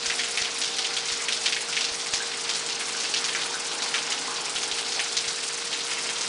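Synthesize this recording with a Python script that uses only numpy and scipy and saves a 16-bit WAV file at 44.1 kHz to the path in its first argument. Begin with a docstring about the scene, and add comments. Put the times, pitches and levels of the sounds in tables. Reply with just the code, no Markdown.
"""Heavy rain on a yard, heard in mono from under the roof of a concrete patio.
Fat drips from the roof's edge smack the wet slab and echo off walls and ceiling. Behind them are
lighter drips, fine patter, the hiss of the yard, drumming on leaves and mud, and a few hollow plops.
A low hum runs throughout, a faint whine comes and goes far off, and the hand-held microphone is
bumped now and then."""
import sys
import numpy as np
from scipy import signal
from scipy.fft import rfft, irfft
from scipy.io import wavfile
from scipy.ndimage import uniform_filter1d

SR = 44100
rng = np.random.default_rng(int(sys.argv[2]) if len(sys.argv) > 2 else 0)


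def bounce(signal):
    """Save signal as a 16-bit WAV file at the path given by the first command-line argument."""
    frames = np.transpose(np.atleast_2d(signal))
    limited = np.clip(frames, -1, 1)
    pcm = np.round(limited * 32767).astype(np.int16)
    wavfile.write(sys.argv[1], SR, pcm)


N = 276948
TIME = np.arange(N) / SR


def gain_of(db):
    """Turns decibels (dB) into a number to multiply a sound by."""
    return 10 ** (np.asarray(db) / 20)


def unit_rms(x):
    """Scales a signal so that its average strength (rms) is 1."""
    return x / np.sqrt(np.mean(x ** 2) + 1e-20)


def level_at(tone, hz):
    """Reads the level in dB at any frequency from rows of frequency and level."""
    row_hz, row_db = np.transpose(tone)
    return np.interp(np.log(hz + 1), np.log(row_hz + 1), row_db)


def add(mix, start_s, sound):
    """Adds a sound to the mix at the given time."""
    part = mix[max(round(start_s * SR), 0):][:len(sound)]
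    part += sound[:len(part)]


def drift(rate_hz):
    """A slow random wander with an average strength of 1."""
    hz = np.fft.rfftfreq(N, 1 / SR)
    return unit_rms(irfft(rfft(rng.standard_normal(N)) * np.exp(-(hz / rate_hz) ** 2), N))


def colour(x, tone, peak_hz=1000, peak_db=0, octaves=0.8, size=2048):
    """Filters a sound by a tone table; frequencies far from peak_hz drop by a further peak_db."""
    hz = abs(np.fft.fftfreq(size, 1 / SR))
    peak = np.exp(-(np.log2((hz + 1) / peak_hz) / octaves) ** 2)
    gain = gain_of(level_at(tone, hz) + peak_db * (peak - 1))
    spectrum = np.exp(np.conj(signal.hilbert(np.log(gain))))  # rings after a hit, never before it
    response = np.fft.ifft(spectrum).real
    return signal.oaconvolve(x, response[:size // 2])[:len(x)]


def spray(decay_s, smack=0.26, size=500):
    """A drop smacks down and bursts into fine droplets, dying away within milliseconds."""
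    t = np.arange(size) / SR
    burst = rng.choice([-1., 1.], size) * np.exp(-(t / decay_s) ** 2)
    burst[0] += smack * np.linalg.norm(burst)
    return burst / np.linalg.norm(burst)


def drop_on_patio(burst_s, walls_db=0, spread=.08, tail_db=-4, tail_s=0.22, size=12000):
    """One drop is heard directly, then as separate echoes, then as a blurred tail."""
    # Quick echoes off slab, post and ceiling. Each row: delay in seconds, level in dB.
    near_echoes = [(.0048, -2.5), (.007, -6.5), (.0088, -4.5)]
    # Later echoes off the walls. Each row: delay in seconds, level in dB before walls_db is added.
    far_echoes = [(.016, -6.5), (.0225, -8.5), (.029, -12.5), (.042, -10)]
    t = np.arange(size) / SR
    tail = rng.standard_normal(size) * (1 - np.exp(-t / 0.005)) * gain_of(-60 * t / tail_s)
    out = gain_of(tail_db + walls_db) * tail / np.linalg.norm(tail)
    add(out, 0, spray(burst_s))
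    for echoes, offset_db in ((near_echoes, 0), (far_echoes, walls_db)):
        for delay_s, db in echoes:
            stretch = 1 + spread * rng.uniform(-1, 1)  # paths vary with where the drop lands
            add(out, delay_s * stretch, gain_of(db + offset_db) * spray(burst_s))
    return out


def patter(shower, level_db=-7, drops_per_s=500, tick_s=0.0014, patches=20):
    """Raindrops tick on patches of the slab, each patch with its own brightness; a few drops are large."""
    # Tone of the nearby raindrops. Each row: frequency in Hz, relative level in dB.
    patter_tone = [(300, -23.5), (900, 3), (2000, 2.5), (4500, -4.5), (6500, -11.5), (8000, -1),
                   (10000, -4.5)]
    out = np.zeros(N)
    for peak_hz in np.geomspace(1800, 9000, patches):
        lands = rng.random(N) < drops_per_s / patches / SR
        drop_size = np.minimum(rng.exponential(1, N), 3)
        clicks = lands * gain_of(4.5 * drop_size)
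        tick = colour(drop_on_patio(tick_s), patter_tone, peak_hz, peak_db=15.0)
        out += signal.oaconvolve(clicks, tick)[:N]
    return gain_of(level_db) * shower * unit_rms(out)


def far_rain(tone, patchy_db, treble_flicker_db):
    """A steady hiss of far rain, with random flicker in narrow patches and broad treble bands."""
    frames, hz = N // 256 + 5, np.fft.rfftfreq(1024, 1 / SR)
    real, imag, narrow, broad = rng.standard_normal((4, frames, len(hz)))
    # Smooth the flicker over time (axis 0), then over frequency (axis 1).
    patches = unit_rms(uniform_filter1d(uniform_filter1d(narrow, size=6, axis=0), size=12, axis=1))
    treble_flicker = unit_rms(uniform_filter1d(uniform_filter1d(broad, size=5, axis=0), size=70, axis=1))
    flicker_db = patchy_db * patches * np.minimum(hz / 1200, 1)
    flicker_db += treble_flicker_db * treble_flicker * np.minimum(hz / 6000, 1)
    spectra = (real + 1j * imag) * gain_of(level_at(tone, hz) + flicker_db)
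    _, noise = signal.istft(spectra.T, nperseg=1024, noverlap=768)
    return unit_rms(noise[:N])


def yard(shower, hiss_db=-4.5, leaves_db=-3):
    """Rain hisses brightly on the open yard and drums more dully on leaves and mud."""
    # Tone of the whole yard's hiss. Each row: frequency in Hz, relative level in dB.
    hiss_tone = [(25, -17.5), (95, -21.5), (150, -10), (260, -6.5), (500, -4.5), (760, -3.5), (1150, -7.5),
                 (1450, -2), (1800, -9), (2900, -1.5), (5000, 2.5), (7500, -5.5), (10000, -19)]
    # Tone of rain on leaves and mud. Each row: frequency in Hz, relative level in dB.
    leaf_tone = [(120, -27.5), (260, -1), (550, -5.5), (780, 1.5), (1150, 1), (1500, -1.5), (2500, -20.5),
                 (5000, -34)]
    # Strength of the drumming. Each row: time in seconds, level in dB before leaves_db is added.
    leaf_levels = [(0.0, -44), (2.41, -40.5), (3.81, -37), (5.04, -41), (5.21, -47), (5.46, -46.5),
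                   (5.77, -41.5), (6.28, -38.5)]
    hiss = far_rain(hiss_tone, patchy_db=1.3, treble_flicker_db=1.5)
    drumming = far_rain(leaf_tone, patchy_db=1.6, treble_flicker_db=0)
    drumming_db = leaves_db + np.interp(TIME, *np.transpose(leaf_levels))
    return gain_of(hiss_db) * shower * hiss + gain_of(drumming_db) * drumming


def hum():
    """A few low, lasting tones waver in strength and very slightly in pitch."""
    # Tones of the hum. Each row: pitch in Hz, level in dB, unsteadiness from 0 to 1.
    tones = [(150.7, -63, 0.31), (251, -65, 1), (408.5, -53.5, 0.18), (466.8, -47.5, 0.06)]
    out = np.zeros(N)
    for pitch_hz, db, unsteadiness in tones:
        strength = 1 + unsteadiness * drift(8.3)
        hz = pitch_hz + 0.5 * drift(2.33)
        out += gain_of(db) * unit_rms(strength * np.sin(2 * np.pi * np.cumsum(hz) / SR))
    return out


def splash(peak_hz, peak_db, walls_db, burst_s=0.004, loud_samples=620):
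    """A drip bursts on the wet slab; the crater it makes gives it a rough pitch."""
    # Tone of a splash on wet concrete. Each row: frequency in Hz, relative level in dB.
    splash_tone = [(200, -27.5), (900, -7.5), (1450, 4.5), (2700, 5.5), (5000, 5.5), (6700, 5),
                   (7600, -0.5), (10000, -4)]
    sound = colour(drop_on_patio(burst_s, walls_db), splash_tone, peak_hz, peak_db)
    return sound / np.std(sound[:loud_samples])


def random_drips(top_db, range_db, low_hz, high_hz, peak_db, walls_db, count):
    """One drip falls in each of count equal time slots, with a random moment, level and pitch."""
    out = np.zeros(N)
    for slot, (when, softness, pitch) in enumerate(rng.random((count, 3))):
        drip = splash(low_hz + (high_hz - low_hz) * pitch, peak_db, walls_db)
        add(out, (slot + when) / count * N / SR, gain_of(top_db - range_db * softness) * drip)
    return out


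def light_drips():
    """The roof's edge sheds a few medium drips a second, among many small bright ones."""
    medium = random_drips(top_db=-31.5, range_db=3.5, low_hz=2500, high_hz=5550,
                          peak_db=14, walls_db=-5, count=18)
    small = random_drips(top_db=-32.0, range_db=3, low_hz=3500, high_hz=10000,
                         peak_db=14.5, walls_db=-14, count=160)
    return medium + small


def fat_drips(middle_hz=3180, middle_peak_db=11, peak_db_per_octave=-2.5):
    """The fattest drips from the roof's edge all hit the same slab; lower splashes sound rounder."""
    # The fat drips. Each row: start in seconds, level in dB, rough pitch in Hz.
    drips = [(0.0595, -26.5, 5100), (0.0988, -24, 2220), (0.1925, -25, 2370), (0.236, -29, 3000),
             (0.3735, -23.5, 2200), (0.4172, -25, 4330), (0.448, -27.5, 3050), (0.6157, -24.5, 4460),
             (0.637, -26, 4290), (0.785, -24, 3600), (0.8444, -25, 3170), (0.9666, -24.5, 3360),
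             (1.085, -27.5, 3930), (1.121, -27.5, 5480), (1.284, -24, 2550), (1.324, -24, 3700),
             (1.365, -30, 4730), (1.4596, -20, 3270), (1.524, -23, 3250), (1.5651, -27.5, 2230),
             (1.7269, -28, 2900), (1.7672, -22.5, 2580), (1.8096, -25.5, 4090), (1.843, -25.5, 4260),
             (2.1365, -23, 5200), (2.493, -24.5, 4040), (2.5492, -27, 3660), (2.6873, -30.5, 3530),
             (2.804, -30.5, 2230), (3.0011, -27.5, 6100), (3.0501, -29, 4130), (3.1391, -23, 3180),
             (3.1674, -26.5, 3920), (3.2422, -24.5, 4550), (3.286, -26.5, 2950), (3.3477, -25.5, 1860),
             (3.417, -29.5, 3530), (3.8211, -26.5, 4500), (3.941, -22.5, 2320), (3.98, -29, 2770),
             (4.104, -29, 7400), (4.121, -25.5, 3000), (4.5603, -26.5, 3360), (4.629, -28.5, 4970),
             (4.7141, -26, 3600), (4.7848, -27, 3020), (4.9216, -28, 4510), (4.9937, -24.5, 2350),
             (5.1684, -21.5, 4700), (5.281, -27.5, 5530), (5.432, -31, 3050), (5.7285, -27, 3150),
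             (5.9136, -30, 2510), (6.0905, -28, 2910), (6.2095, -26.5, 6340)]
    out = np.zeros(N)
    for start_s, db, peak_hz in drips:
        peak_db = middle_peak_db + peak_db_per_octave * np.log2(peak_hz / middle_hz)
        add(out, start_s, gain_of(db) * splash(peak_hz, peak_db, walls_db=1))
    return out


def microphone_bumps(push_s=0.0028, size=3000):
    """Each bump is a dry tick on the casing, with one low push and its slower rebound."""
    # Bumps on the microphone. Each row: time in seconds, peak of the push in dB, peak of the tick in dB.
    bumps = [(.079, -43, -28), (0.4203, -45, -12), (1.123, -43, -21), (1.919, -44, -30), (2.137, -42, -13),
             (3.893, -56, -27), (4.555, -51, -15), (4.733, -49, -28), (5.191, -50, -26), (5.28, -46, -29)]
    # Tone of a tick on the casing. Each row: frequency in Hz, relative level in dB.
    tick_tone = [(100, 0), (2000, 7.5), (5000, 4), (7000, -7), (10000, -16), (12000, -50)]
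    out = np.zeros(N)
    age = np.arange(size) / SR / push_s
    push = age * (1 - age / 2) * np.exp(-age)
    tick = colour(signal.unit_impulse(size), tick_tone)
    for time_s, push_db, tick_db in bumps:
        add(out, time_s - push_s, gain_of(push_db) * push / push.max())
        add(out, time_s, gain_of(tick_db) * tick / abs(tick).max())
    return out


def whine(pitch_waver=.008, flutter_depth=.35, fade_s=0.058):
    """A thin, far tone swells, flutters and fades."""
    # The far whines. Each row: start in seconds, end in seconds, pitch in Hz, level in dB.
    whines = [(.1, 0.523, 722, -48.5), (0.66, 1.065, 774, -48), (1.384, 1.58, 757, -51.5),
              (1.92, 2.193, 762, -53.5), (3.595, 4.998, 826, -50)]
    out = np.zeros(N)
    for start_s, end_s, pitch_hz, db in whines:
        hz = pitch_hz * (1 + pitch_waver * drift(20))
        swell = np.clip(np.minimum(TIME - start_s, end_s - TIME) / fade_s, 0, 1)
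        flutter = 1 + flutter_depth * drift(22)
        out += gain_of(db) * swell * unit_rms(flutter * np.sin(2 * np.pi * np.cumsum(hz) / SR))
    return out


def plops(width_hz=120, rise_s=0.0041, decay_cycles=49, size=8000):
    """Short hollow rings, made of a narrow band of noise to sound blurred by echoes."""
    # The hollow plops. Each row: start in seconds, relative level in dB, pitch in Hz.
    rings = [(1.216, -36, 980), (1.68, -32.5, 1450), (2.2, -29, 1600), (2.941, -31, 1550),
             (3.538, -28.5, 1500), (4.278, -29.5, 1080), (4.313, -38, 1530), (4.377, -34, 1090),
             (4.96, -34.5, 770)]
    out = np.zeros(N)
    t, hz = np.arange(size) / SR, np.fft.rfftfreq(size, 1 / SR)
    for start_s, db, pitch_hz in rings:
        random_phases = np.exp(2j * np.pi * rng.random(len(hz)))
        ring = irfft(random_phases / (1 + ((hz - pitch_hz) / width_hz) ** 2))
        fade = (1 - np.exp(-t / rise_s)) * np.exp(-t * pitch_hz / decay_cycles)  # low ones ring longer
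        add(out, start_s, gain_of(db) * unit_rms(ring * fade) * np.std(fade))
    return out


def scene(rain_db=-29, swell_db=0.4, swell_hz=4):
    """Everything reaches one microphone; the patter and the yard's hiss swell slightly together."""
    shower = gain_of(rain_db + swell_db * drift(swell_hz))
    rain = fat_drips() + light_drips() + patter(shower) + yard(shower) + plops()
    mono = rain + hum() + whine() + microphone_bumps()
    return np.array([mono, mono])


def record(dry, cutoff_hz=10230):
    """Cuts away the highest treble."""
    low_pass = signal.firwin(601, cutoff_hz, window=("kaiser", 8), fs=SR)
    return signal.oaconvolve(dry, low_pass[None], "same")


dry = scene()
out = record(dry)
bounce(out)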